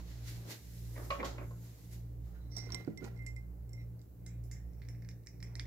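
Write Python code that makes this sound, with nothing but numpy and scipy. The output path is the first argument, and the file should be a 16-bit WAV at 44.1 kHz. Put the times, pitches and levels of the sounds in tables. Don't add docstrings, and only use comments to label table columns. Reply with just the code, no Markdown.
import sys
import numpy as np
from scipy import signal
from scipy.fft import rfft, irfft, next_fast_len
from scipy.io import wavfile

SR = 44100
rng = np.random.default_rng(int(sys.argv[2]) if len(sys.argv) > 2 else 0)


def persist_wave(psi):
    counts = np.round(np.clip(psi, -1, 1) * 32767).astype(np.int16)
    wavfile.write(sys.argv[1], SR, np.atleast_2d(counts).T)


def elevation(decibels):
    levels = np.asarray(decibels, float)
    return 10 ** (levels / 20)


N = 249606
T = np.arange(N) / SR


def rms_one(x):
    return x / np.sqrt(np.mean(x ** 2) + 1e-30)


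def in_time(rows, silent=None):
    s, *columns = np.transpose(rows)
    return [np.interp(T, s, c, silent, silent) for c in columns]


def at_hz(points, hz):
    curve_hz, value = np.array(points)[:, 0], np.array(points)[:, 1]
    return np.interp(np.log(hz + 1), np.log(curve_hz), value)


def drift(rate_hz):
    steps_per_s = 60
    steps = rng.standard_normal(int(N / SR * steps_per_s) + 2)
    memory = np.exp(-2 * np.pi * np.clip(rate_hz, .1, 25) / steps_per_s)
    wander = rms_one(signal.lfilter([1], [1, -memory], steps))
    return np.interp(T * steps_per_s, np.arange(len(steps)), wander)


# freq_hz, likeness_0_to_1
PORT_LIKENESS = [(40, 0.8), (150, 0.57), (300, 0.7), (600, 0.22), (1200, 0), (16000, 0.)]


def hiss(spectrum, grain_db=0.):
    size = next_fast_len(N)
    hz = np.fft.rfftfreq(size, 1 / SR)
    grain = elevation(grain_db * np.minimum(rng.exponential(1, size), 5))
    white = rng.standard_normal((2, size)) * grain
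    inside = (hz > spectrum[0][0]) * (hz < spectrum[-1][0])
    mid, side = rfft(white) * elevation(at_hz(spectrum, hz)) * inside
    alike = np.clip(at_hz(PORT_LIKENESS, hz), 0, 1)
    both = np.sqrt(1 + alike) * mid + np.sqrt(1 - alike) * side * [[1], [-1]]
    pair = irfft(both, size)[:, :N]
    return pair / np.std(pair.mean(axis=0))


def dying(db, t60, rise_s):
    t = np.arange(int(min(t60, .4) * SR)) / SR
    return t, elevation(db - 60 * t / t60) * (1 - np.exp(-t / rise_s))


def struck(hz, db, t60, rise_s=.0002):
    t, shape = dying(db, t60, rise_s)
    return shape * np.sin(2 * np.pi * hz * t)


def puff(db, t60, low_hz, high_hz, rise_s=.0002):
    band = signal.butter(3, [low_hz, high_hz], "band", fs=SR, output="sos")
    t, shape = dying(db, t60, rise_s)
    noise = signal.sosfilt(band, rng.standard_normal(len(t) + 900))[400:]
    return shape * rms_one(noise)[:len(t)]


def rung(hz, t60, clicks):
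    r, w = elevation(-60 / (t60 * SR)), 2 * np.pi * hz / SR
    return rms_one(signal.lfilter([1, 0, -1], [1, -2 * r * np.cos(w), r * r], clicks))


def strokes(rows, colour_share=0.):
    power = 1e-12
    for s, db, swell_s, fade_s, *colour_db in rows:
        away = np.where(T < s, (s - T) / max(swell_s, .003), (T - s) / max(fade_s, .003))
        power = power + elevation(db + colour_share * sum(colour_db) - 20 * away) ** 2
    return 10 * np.log10(power)


def add(out, s, sound):
    at = int(s * SR)
    out[at:at + len(sound)] += sound[:N - at]


def placed(x, pan_db, lag):
    left = np.interp(np.arange(N) - lag, np.arange(N), x)
    return np.array([left * elevation(pan_db / 2), x * elevation(-pan_db / 2)])


# freq_hz, t60_s
ROOM_DECAY = [(250, 0.62), (1000, 0.43), (4000, 0.25), (12000, 0.19)]


def bedroom(x):
    t = np.arange(int(.4 * SR)) / SR
    tail, white = 0, rng.standard_normal((2, len(t)))
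    for low in 125 * 2. ** np.arange(7):
        band = signal.butter(2, [low, 2 * low], "band", fs=SR, output="sos")
        tail = tail + signal.sosfilt(band, white) * elevation(-60 * t / at_hz(ROOM_DECAY, 1.4 * low))
    tail = tail * np.clip(t / 0.0044 - .5, 0, 1)
    tail = tail / np.sqrt(np.sum(tail ** 2) / 2)
    return signal.fftconvolve(x[None], tail, axes=1)[:, :N]


# slow_hz, fast_hz
COMPRESSOR_HZ = (57.965, 58.825)
# order, slow_db, fast_db, left_minus_right_db, slow_turn_rad, fast_turn_rad (turned by the room)
HUM_ORDERS = [(1, -51.3, -48.4, -3.5, 2.05, 2.27), (2, -47.4, -50.3, 0, .32, .05),
              (3, -63, -59.8, -1.2, .85, .8), (5, -75, -74, -6, .4, .4)]
# pitch_hz, level_db
FAN_TONES = [(79, -78), (154, -71)]
# freq_hz, level_db_per_hz
RUMBLE_COLOUR = [(28, -58), (42, 1), (52, -14.5), (64, 13), (74, 4.5), (100, 2), (150, 0), (200, -10.5),
                 (260, -84)]
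# freq_hz, level_db_per_hz
AIR_COLOUR = [(120, -29), (200, -7.5), (257, -6.5), (300, -4), (336, -7.5), (464, -10), (885, -23),
              (961, -26.5), (2400, -34), (3120, -45), (5280, -120)]
OPPOSED_AT_S = .6
RUMBLE_DB, AIR_DB = -56.5, -65.5
LULL_DB, LULL_WIDTH = -2.5, 0.63


def air_conditioners():
    hum = 0
    slow, fast = 2 * np.pi * np.outer(COMPRESSOR_HZ, T - OPPOSED_AT_S)
    for order, slow_db, fast_db, pan_db, slow_turn, fast_turn in HUM_ORDERS:
        slow_line = elevation(slow_db) * np.sin(round(order) * slow + slow_turn)
        fast_line = elevation(fast_db) * np.sin(round(order) * fast + fast_turn)
        hum = hum + placed((slow_line - fast_line) * elevation(0.88 * drift(11)), pan_db, 0)
    for hz, db in FAN_TONES:
        tone = elevation(db + 2.5 * drift(2)) * np.sin(2 * np.pi * hz * T + .4 * drift(1.5))
        hum = hum + placed(tone, -1.5, 0)
    throb = np.hypot(np.sin((fast - slow) / 2), np.sin(fast - slow))
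    lull_db = LULL_DB * np.exp(-(throb / LULL_WIDTH) ** 2)
    air = elevation(AIR_DB + lull_db + 0.33 * drift(14)) * hiss(AIR_COLOUR) * elevation([[-.6], [.6]])
    rumble = elevation(RUMBLE_DB + 1.9 * lull_db) * hiss(RUMBLE_COLOUR) * elevation([[-1.5], [1.5]])
    return hum + air + rumble


# peak_s, level_db, swell_s, fade_s (swell and fade span 20 dB)
WEIGHT_SHIFTS = [(0.001, -57.5, .05, 0.049), (.11, -66, 0.39, 0.76), (.4, -65.5, 0.46, 0.13),
                 (.51, -53, 0.13, 0.11), (1.01, -52.5, 0.12, 0.19), (1.25, -44.5, 0.076, 0.095),
                 (1.205, -40.5, 0.026, 0.035), (1.42, -51, 0.12, 0.085), (1.68, -68.5, 0.41, 0.51),
                 (1.93, -72, .04, 0.37), (2.27, -69.5, 0.016, 2.9), (2.42, -80, 0.6, 0.15),
                 (5.362, -86, 0.016, .03), (5.44, -67, 0.039, 2.2), (5.659, -62, 0.0099, .05)]
# peak_s, level_db, swell_s, fade_s, fine_fibres_rel_db
RUSTLES = [(0.001, -67.5, .05, 0.055, -5), (.11, -65, 0.25, .45, -5.5), (.285, -55, 0.065, 0.13, -2.5),
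           (.37, -64, .2, 0.28, -4), (.51, -49, 0.048, 0.092, -5), (.77, -68, 0.95, 0.48, 1),
           (1.06, -66.5, 0.61, 0.27, 4.5), (1.11, -57, 0.0094, 0.18, -17), (1.25, -49, 0.013, 0.11, -10),
           (1.42, -76.5, 0.11, 0.5, 2.5), (1.65, -69.5, 0.13, 0.51, -1), (1.85, -74.5, 0.4, 0.26, 3.5),
           (1.93, -63, 0.038, 0.1, 1.5), (2.26, -78.5, 0.081, 0.42, -1)]
# peak_s, level_db, swell_s, fade_s
SLEEVE_SLIDES = [
    (1.5, -73.5, 0.32, 0.49),
    (1.64, -71, 0.17, 0.16),
]
# freq_hz, level_db_per_hz
SHUFFLE_COLOUR = [(120, -43), (200, -3), (320, 2.5), (358, 0), (392, -2.5), (1020, -10.5), (2200, -18.5),
                  (2860, -64), (4840, -120)]
# freq_hz, level_db_per_hz
CLOTH_COLOUR = [(760, -10), (1300, -14.5), (1550, -7), (1870, -6.5), (1980, -3), (2470, -7), (4360, -3.5),
                (4750, -7), (7460, -8), (8600, -35), (11200, -64), (18900, -120)]
# freq_hz, level_db_per_hz
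FIBRE_COLOUR = [(4710, -8.5), (8000, -10), (9040, -11.5), (12600, -5.5), (15100, -11.5), (16000, -19)]
# freq_hz, level_db_per_hz
SLEEVE_COLOUR = [(5800, -30), (6500, 0), (7600, -2), (8200, -27), (10500, -20), (11500, 1), (13000, -4),
                 (14500, -27)]


def clothes():
    shuffle = elevation(strokes(WEIGHT_SHIFTS)) * hiss(SHUFFLE_COLOUR, grain_db=3)
    cloth = elevation(strokes(RUSTLES) + .8 * drift(14)) * hiss(CLOTH_COLOUR, grain_db=2)
    fibres = elevation(strokes(RUSTLES, 1)) * hiss(FIBRE_COLOUR, grain_db=2.5)
    sleeve = elevation(strokes(SLEEVE_SLIDES)) * hiss(SLEEVE_COLOUR)
    return (shuffle + cloth + fibres + sleeve) * elevation([[-.7], [.7]])


# peak_s, peak_db, place (0 seat, 1 back, 2 frame), joint_rel_db
CHAIR_KNOCKS = [(.966, -51, 1.5, 0), (0.982, -46.5, 0.5, -10), (1.0, -59, 2, -14), (1.107, -27, 3, -9.5),
                (1.116, -39, 1.3, -16), (1.207, -42.5, 0, 0), (1.218, -48, 0.5, -12),
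                (1.232, -35.5, 1.96, -17), (1.247, -45, 1.5, -20), (1.271, -48.5, 3.5, -10),
                (1.384, -46.5, 1.2, 0), (1.416, -52.5, 0.9, -14), (1.441, -63, 6, -5),
                (1.512, -54, 1.7, -19)]
# pitch_hz, level_db, t60_s, part (0 seat, 1 back, 2 frame, 3 joints)
CHAIR_MODES = [(290, -2, .08, 0), (345, -2, .08, 0), (455, -3, .08, 0), (522, -1, .15, 1),
               (560, 3.5, .18, 1), (640, -6, .06, 1), (900, -9, .06, 2), (1055, -6, .13, 2),
               (1103, 0, .19, 2), (1138, -6, .16, 2), (1240, -9, .06, 2), (1450, -11, .04, 2),
               (2000, -4, .05, 3), (2250, -3, .05, 3), (2420, -7, .045, 3), (2690, -10, .04, 3),
               (1700, -8, .04, 3)]
NEXT_PART_DB = -4


def chair_knocks():
    out = np.zeros(N)
    chances = rng.normal(0, 1, (len(CHAIR_KNOCKS), len(CHAIR_MODES)))
    for (peak_s, db, place, joint_db), luck in zip(CHAIR_KNOCKS, chances):
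        parts = [*(NEXT_PART_DB * (np.arange(3) - place) ** 2), joint_db]
        s = peak_s - .003
        loose = .003 * np.clip(-32 - db, 0, 14)
        for (hz, mode_db, t60, part), chance in zip(CHAIR_MODES, luck):
            level_db = db + parts[round(part)] + mode_db - 0.5
            pitch_hz = hz * (1 + loose * chance * (.3 if part == 3 else 1))
            add(out, s, struck(pitch_hz, level_db, t60 / (1 + 45 * loose), rise_s=.0018))
        add(out, s, puff(db + parts[2] - 5, 0.073, 440, 1560, rise_s=0.00077))
        add(out, s, puff(db + parts[3] - 7.5, 0.055, 1400, 3440, rise_s=0.00045))
        add(out, s, puff(db + parts[2] - 8, .03, 350, 3400))
    return placed(out, -2.5, -9) + elevation(-3.5) * bedroom(out)


# start_s, peak_db, pitch_hz, t60_s
CREAKS = [(.953, -58, 2010, 0.12), (.962, -55.5, 2130, 0.097), (.975, -56, 1800, .08),
          (.963, -50, 450, 0.16), (1.003, -49, 1100, 0.039), (1.104, -42, 4200, 0.045),
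          (1.105, -42, 2220, 0.079), (1.107, -43, 2700, 0.061), (1.228, -42, 850, 0.072),
          (1.245, -47, 3340, 0.071), (1.19, -51, 2320, 0.076), (1.199, -42, 2200, .06),
          (1.229, -45, 1250, .06), (1.381, -53, 2280, 0.13), (1.43, -63, 2220, 0.15),
          (1.51, -54.5, 514, 0.11)]


def chair_creaks():
    creaks = np.zeros(N)
    for s, db, hz, t60 in CREAKS:
        add(creaks, s, puff(db, t60, hz * 0.87, hz * 1.103, rise_s=0.002))
    return placed(creaks, -1.7, -2.5) + elevation(-4.5) * bedroom(creaks)


# start_s, peak_db
THUDS = [
    (2.666, -54),
    (2.703, -55),
    (2.8762, -27.5),
    (3.018, -39),
    (3.041, -42.5),
    (3.064, -44.5),
]
# pitch_hz, level_db, t60_s
TABLE_MODES = [(166.5, 0.5, 0.15), (213.4, -3, 0.24), (273, 10, 0.05), (319, 16, 0.031), (459, -4, 0.11),
               (550, -8, 0.089), (710, -5, 0.042), (990, -24, 0.022), (1430, -4.5, 0.019)]
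# start_s, peak_db, pitch_hz, t60_s
CATCHES = [(2.567, -52, 704, 0.07), (2.669, -49, 454, .04), (2.69, -54.5, 1420, .04),
           (2.704, -47.5, 1000, 0.023), (2.745, -45.5, 1056, 0.028), (2.746, -51, 754, 0.028),
           (3.022, -57, 1437, 0.11), (3.028, -38, 385, 0.037), (3.04, -61, 1050, .05),
           (3.058, -55, 970, .05), (3.066, -53.5, 783, 0.054), (3.077, -54, 1374, 0.046),
           (3.082, -60, 690, 0.035)]
# peak_s, level_db, swell_s, fade_s
SLIDES = [(2.566, -55, 0.039, 0.41), (2.724, -48.5, 0.081, 0.2), (2.81, -51.5, 0.2, 0.028),
          (2.874, -59, 0.0099, 0.052), (3.03, -58, 0.058, 0.18), (3.055, -47, 0.06, 0.051),
          (3.086, -51.5, 0.12, 0.015), (3.1, -62.5, .02, 0.38)]
# pitch_hz, level_db, t60_s
SKID_MODES = [(285, -0.5, 0.1), (346, 3, 0.042), (450, -7.5, 0.095), (690, -9.5, 0.04), (1000, -14, 0.049),
              (1380, -13.5, 0.046), (1950, -5.5, 0.05)]
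# peak_s, level_db, swell_s, fade_s
FINGER_RUBS = [
    (2.355, -70.5, .03, 0.077),
    (2.395, -78, .1, 0.025),
]
# freq_hz, level_db_per_hz
DRAG_COLOUR = [(110, -35), (180, 8), (322, -12), (502, -12), (594, -0.5), (649, -12), (1030, -12.5),
               (1290, -17), (1410, -18), (1580, -14.5), (1900, -9.5), (2470, -15), (4180, -120)]
# freq_hz, level_db_per_hz
GRIT_COLOUR = [(1900, -34), (2600, -1), (4200, -3), (7000, -9), (11000, -15.5), (15500, -5)]
SLIPS_PER_S, SKID_DB, GRIT_DB = 860, -12.5, -18.5


def table():
    bumps = np.zeros(N)
    for s, db in THUDS:
        for hz, mode_db, t60 in TABLE_MODES:
            add(bumps, s, -struck(hz, db + mode_db - 11, t60, rise_s=0.0029))
    for s, db, hz, t60 in CATCHES:
        add(bumps, s, struck(hz, db, t60, rise_s=0.00059))
    drag_db = strokes(SLIDES)
    slips = rng.standard_normal(N) * (rng.random(N) < SLIPS_PER_S / SR)
    skid = sum(elevation(db) * rung(hz, t60, slips) for hz, db, t60 in SKID_MODES)
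    bumps += elevation(drag_db + SKID_DB) * skid
    bumps += elevation(strokes(FINGER_RUBS)) * rung(1500, 0.011, rng.standard_normal(N))
    drag = elevation(drag_db - 8.5 + 3.2 * drift(22)) * hiss(DRAG_COLOUR, grain_db=1)
    grit = elevation(drag_db + GRIT_DB) * hiss(GRIT_COLOUR, grain_db=-7)
    return placed(bumps, -10, 7.5) + elevation(-9.5) * bedroom(bumps) + (drag + grit) * elevation([[-2.5], [2.5]])


# start_s, peak_db, wall_rel_db (depth), crack_rel_db (edge-on), rim_rel_db (bounce)
LOOSE_TICKS = [(2.5187, -77.5, 11, 5, 3), (2.5663, -49, -11, -12, 8.5), (2.582, -51.5, 0, -14, 2.5),
               (2.593, -72, -1, -11, 6), (2.604, -68, -6, -11, 6), (2.614, -66.5, 11, -6, -6),
               (2.6357, -66, 10, -6, 4), (2.66, -67.5, 12, -6, 11), (2.7039, -85, 12, 42, -8),
               (2.7213, -56, 0, 12.5, 13), (2.7452, -42.5, 0.5, 8.5, 0.5), (2.847, -76, -4, 20, -10),
               (2.9745, -54, 7, 5, -1), (3.0417, -63, -3, 11, -10), (3.163, -79.5, 18.5, 5, 4),
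               (3.175, -71, -3, 6, -5), (3.1911, -77.5, 26, 7, 0), (3.222, -69, 16, -12, -10),
               (3.264, -45.5, 4.5, -10, -12), (3.284, -66, 16, -6, -1), (3.3627, -57.5, 10.5, 1.5, -9.5),
               (3.693, -60, -14, -17, -17), (3.732, -54, 0, -24, -1), (3.775, -79, 26, 0, 0),
               (3.993, -77.5, 3, 20, -8), (4.0157, -63.5, -30, 2, -21), (4.2634, -52, -4.5, 2, -5.5),
               (4.4377, -70, -14, -20, -4), (4.5136, -48.5, -5, -18, -6), (4.561, -73, 14.5, -10, 2),
               (4.6, -81, 9, -10, 4)]
# start_s, peak_db, wall_rel_db, crack_rel_db, rim_rel_db
STIR_TICKS = [(4.7341, -72.5, -15, -16, 1), (4.798, -80, -6, 11, 0), (4.8184, -66, 6.5, 9, -5),
              (4.851, -71, 2, 6, 2), (4.8864, -54, -3.5, 2.5, -1), (4.9481, -76, 13, 9, 0),
              (5.022, -66.5, 2.5, 4, 5), (5.0479, -68, 5, 7, -4), (5.0887, -50, -8, -6.5, -5),
              (5.1122, -71.5, 4, 15.5, -5), (5.2356, -81, -2, 14, -5), (5.263, -65, -3, -10, 3),
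              (5.2705, -49.5, -6, -3, -5), (5.4036, -59.5, -4.5, -2, -2), (5.427, -48, -5, -8, 3.5),
              (5.5538, -47.5, -4, 2, -3), (5.5961, -45, 0.5, 11, -2), (5.6544, -65, 6, 1.5, 0)]
# pitch_hz, level_db, t60_s, part (0 wall, 1 rim, 2 spoon, 3 handle)
MUG_MODES = [(2170, -16, .08, 0), (2410, -22, .05, 0), (5020, -14, .02, 1), (5570, 3, .07, 1),
             (5630, -7, .06, 1), (5740, -10, .06, 1), (5900, -9, .04, 1), (6260, -15, .025, 1),
             (6560, -11, .025, 1), (7000, -12, .02, 2), (7420, -1, .028, 2), (7750, -8, .025, 2),
             (8215, -4, .028, 2), (9400, -11, .025, 2), (3960, -8, .02, 3)]
LOOSE_PITCH = .008
DROWNED_DB = 12
HELD_RIM_DB = -10.5
KNOCK_HZ, KNOCK_DB, KNOCK_T60_S = 1885, 11.5, 0.012


def spoon_ticks(held, sag):
    out, ticks = np.zeros(N), [*LOOSE_TICKS, *STIR_TICKS]
    chances = rng.normal(0, 1, (len(ticks), len(MUG_MODES)))
    for (s, db, depth_db, edge_db, bounce_db), luck in zip(ticks, chances):
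        hold, rim_sag = held[int(s * SR)], sag[int(s * SR)]
        spoon_db = -DROWNED_DB * 1.6 * hold ** 4
        parts = [depth_db, bounce_db, spoon_db, edge_db]
        for (hz, mode_db, t60, part), chance in zip(MUG_MODES, luck):
            grip_db = (HELD_RIM_DB if mode_db > 0 else -3) * hold
            level_db = db + parts[round(part)] + mode_db + grip_db + 1.5 * chance
            pitch = rim_sag if part == 1 else 1 + LOOSE_PITCH * hold * chance
            add(out, s, struck(hz * pitch, level_db, t60 / (1 + 2.4 * hold)))
        knock_hz = KNOCK_HZ * (1 + 0.042 * luck[0])
        add(out, s, hold ** 2 * struck(knock_hz, db + depth_db + KNOCK_DB, KNOCK_T60_S))
        add(out, s, hold ** 2 * puff(db + depth_db - 2, 0.094, 1865, 2370))
        add(out, s, hold * puff(db + 5, 0.0098, 4370, 6400))
        add(out, s, hold * puff(db + bounce_db + 1.1 * spoon_db - 1.5, 0.061, 5280, 5340))
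        add(out, s, hold * puff(db + 2.2 * spoon_db + 0.5, 0.053, 6740, 7820))
        add(out, s, puff(db + edge_db - 1, 0.011, 3370, 5350))
        add(out, s, puff(db - 4 - 3.7 * hold, 0.011, 3000, 11500))
        add(out, s, puff(db - 26, 0.014, 13000, 22000))
    return out


# start_s, peak_db, low_hz, high_hz,
# t60_s
BRUSHES = [(3.042, -57.5, 3800, 7400, 0.085), (3.265, -61, 4200, 9000, 0.12), (4.262, -67, 1220, 1950, .06),
           (4.2632, -50, 6270, 8600, 0.024), (4.4378, -66.5, 5240, 15000, 0.069),
           (4.5136, -62.5, 5300, 6100, 0.064), (4.8174, -71.5, 3300, 4660, 0.17),
           (4.8864, -67.5, 6500, 11000, .1), (5.262, -65, 5800, 8100, .12), (5.427, -64, 6000, 8750, .15),
           (5.554, -59, 5800, 8900, .08), (5.5958, -58, 3500, 8600, 0.13), (2.567, -54, 8500, 16000, .025),
           (2.581, -58, 8400, 16000, .03), (2.7455, -53, 8600, 16000, 0.028),
           (5.427, -57, 8000, 14000, .01), (5.0891, -54, 4870, 6600, 0.011), (5.403, -62, 4000, 6050, .012)]


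def spoon_brushes():
    out = np.zeros(N)
    for s, db, low_hz, high_hz, t60 in BRUSHES:
        add(out, s, puff(db, t60, low_hz, min(high_hz, 20000), rise_s=.0003))
    return out


# peak_s, rim_db, swell_s, fade_s, wall_rel_db (depth)
RUBS = [(2.45, -87, 0.12, .2, 0), (2.65, -83, 0.1, 0.18, 6), (2.8, -67.5, 0.13, 0.072, 15.5),
        (3.21, -89.5, 0.025, 0.085, 37), (3.44, -91, 0.074, 0.048, 21), (3.82, -71, 0.12, 0.037, 9),
        (4.3, -101.5, 0.11, 0.15, 28.5), (4.95, -73.5, 0.48, 0.28, -14), (5.33, -71, 0.23, 0.39, -13.5),
        (5.44, -60.5, 0.026, 0.2, -14), (5.6, -85, 0.081, 0.073, 13)]
WALL_HZ, WALL_T60_S = 2083, .3


def wall_bell(held):
    energy = (elevation(strokes(RUBS, 1) - 1) * (1 - .6 * held)) ** 2
    for s, db, depth_db, _, _ in [*LOOSE_TICKS, *STIR_TICKS]:
        hold = held[int(s * SR)]
        t, ring = dying(db + depth_db - 2 - 6 * hold, WALL_T60_S / (1 + 1.2 * hold), .001)
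        settled = 1 + (t / 0.047) ** 3.5
        add(energy, s, (ring / settled) ** 2)
    tone = np.sin(2 * np.pi * WALL_HZ * T + .5 * drift(12))
    return np.sqrt(energy) * elevation(1.2 * drift(25) - 1) * tone


# time_s, level_db
RIM_GRAB = [
    (2.49, -99),
    (2.518, -63.5),
    (2.562, -59),
    (2.57, -47),
    (2.696, -70),
    (2.7, -80),
]
# freq_hz, level_db_per_hz
RASP_COLOUR = [(3500, -12), (4600, -5), (5200, 1), (5600, 10.5), (6100, -4), (6800, -35), (7500, -20),
               (9500, -19)]
HANDLE_DB, HANDLE_PER_DEPTH = 14.5, -0.51


def spoon_rubbing(held, sag):
    wall_db, rim_db = strokes(RUBS, 1), strokes(RUBS)
    handle_db = HANDLE_DB + strokes(RUBS, HANDLE_PER_DEPTH)
    grains = rng.standard_normal(N) * (rng.random(N) < 2500 / SR)
    band = signal.butter(4, [1900, 2500], "band", fs=SR, output="sos")
    out = held * elevation(wall_db + 6.5) * rms_one(signal.sosfilt(band, grains))
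    part_db = [0, rim_db - 11, rim_db - 14, handle_db + 9 - 60 * held]
    for hz, mode_db, t60, part in MUG_MODES[2:]:
        ringing = (1 - held) * rung(hz, t60 * (1.8 if part == 3 else .5), grains)
        if part == 1:
            ringing = ringing + held * .4 * rung(hz * sag[-1], t60 / 8, grains)
        out += elevation(part_db[round(part)] + 2 * mode_db) * ringing
    rasp_db = in_time(RIM_GRAB, silent=-120)[0] - 3.5
    return out + elevation(rasp_db) * hiss(RASP_COLOUR, grain_db=4)[0]


# time_s, room_share_db, left_minus_right_db, left_lag_samples
MUG_PATH = [(2.4, -26, -13, 3.8), (3.4, -1.5, -9, 7), (3.8, -6, -4, 6.5), (4.55, 5.5, -10, 0.46),
            (4.8, 0, -8.5, 1.2), (5.66, -7.5, -6.5, 2.4)]
# time_s, grip_0_to_1
GRIP = [
    (3.45, 0),
    (3.7, .1),
    (4.3, .28),
    (4.45, .5),
    (4.6, .5),
    (4.8, .75),
    (5.66, .75),
]
# time_s, pitch_ratio
RIM_SAG = [(3.1, 1), (3.25, .992), (3.75, .996), (4.3, .998), (4.5, .99), (4.7, .98), (5.1, .978),
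           (5.66, .983)]


def mug():
    room_db, pan_db, lag = in_time(MUG_PATH)
    held, sag = in_time(GRIP)[0], in_time(RIM_SAG)[0]
    spoon = spoon_ticks(held, sag) + spoon_brushes() + spoon_rubbing(held, sag)
    bell = wall_bell(held)
    return placed(spoon + bell, pan_db, lag) + bedroom((spoon + elevation(-10) * bell) * elevation(room_db))


def scene():
    return air_conditioners() + clothes() + chair_creaks() + chair_knocks() + table() + mug()


# freq_hz, level_db_per_hz
SELF_NOISE_COLOUR = [(2300, -59), (2700, -9), (3300, -11), (4200, -11), (6000, -10.5), (7600, -9.5),
                     (9000, -12), (10500, -9), (13000, -4), (15600, 0.5), (16300, 4.5)]
# time_s, share_0_to_1
PORT_SHADE = [(0, 0.28), (2.2, 0.22), (3.5, 0.54), (4.6, 0.05), (4.8, 0.55), (5.38, 0.8), (5.46, 0),
              (5.66, 0)]
SELF_NOISE_DB = -76.5
PORT_DIP_HZ = 3300


def microphones(dry):
    heard = dry + elevation(SELF_NOISE_DB) * hiss(SELF_NOISE_COLOUR) * elevation([[-.6], [.6]])
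    shade = np.clip(in_time(PORT_SHADE)[0], 0, 1)
    heard = heard - shade * signal.lfilter(*signal.iirpeak(PORT_DIP_HZ, 3.5, fs=SR), heard)
    top = signal.cheby2(12, 60, 16700, fs=SR, output="sos")
    return signal.sosfilt(top, heard)


def roll_off(x):
    return signal.sosfilt(signal.butter(12, 15840, fs=SR, output="sos"), x)


def record(dry):
    mix = microphones(dry)
    return roll_off(mix)


dry = scene()
out = record(dry)
persist_wave(out)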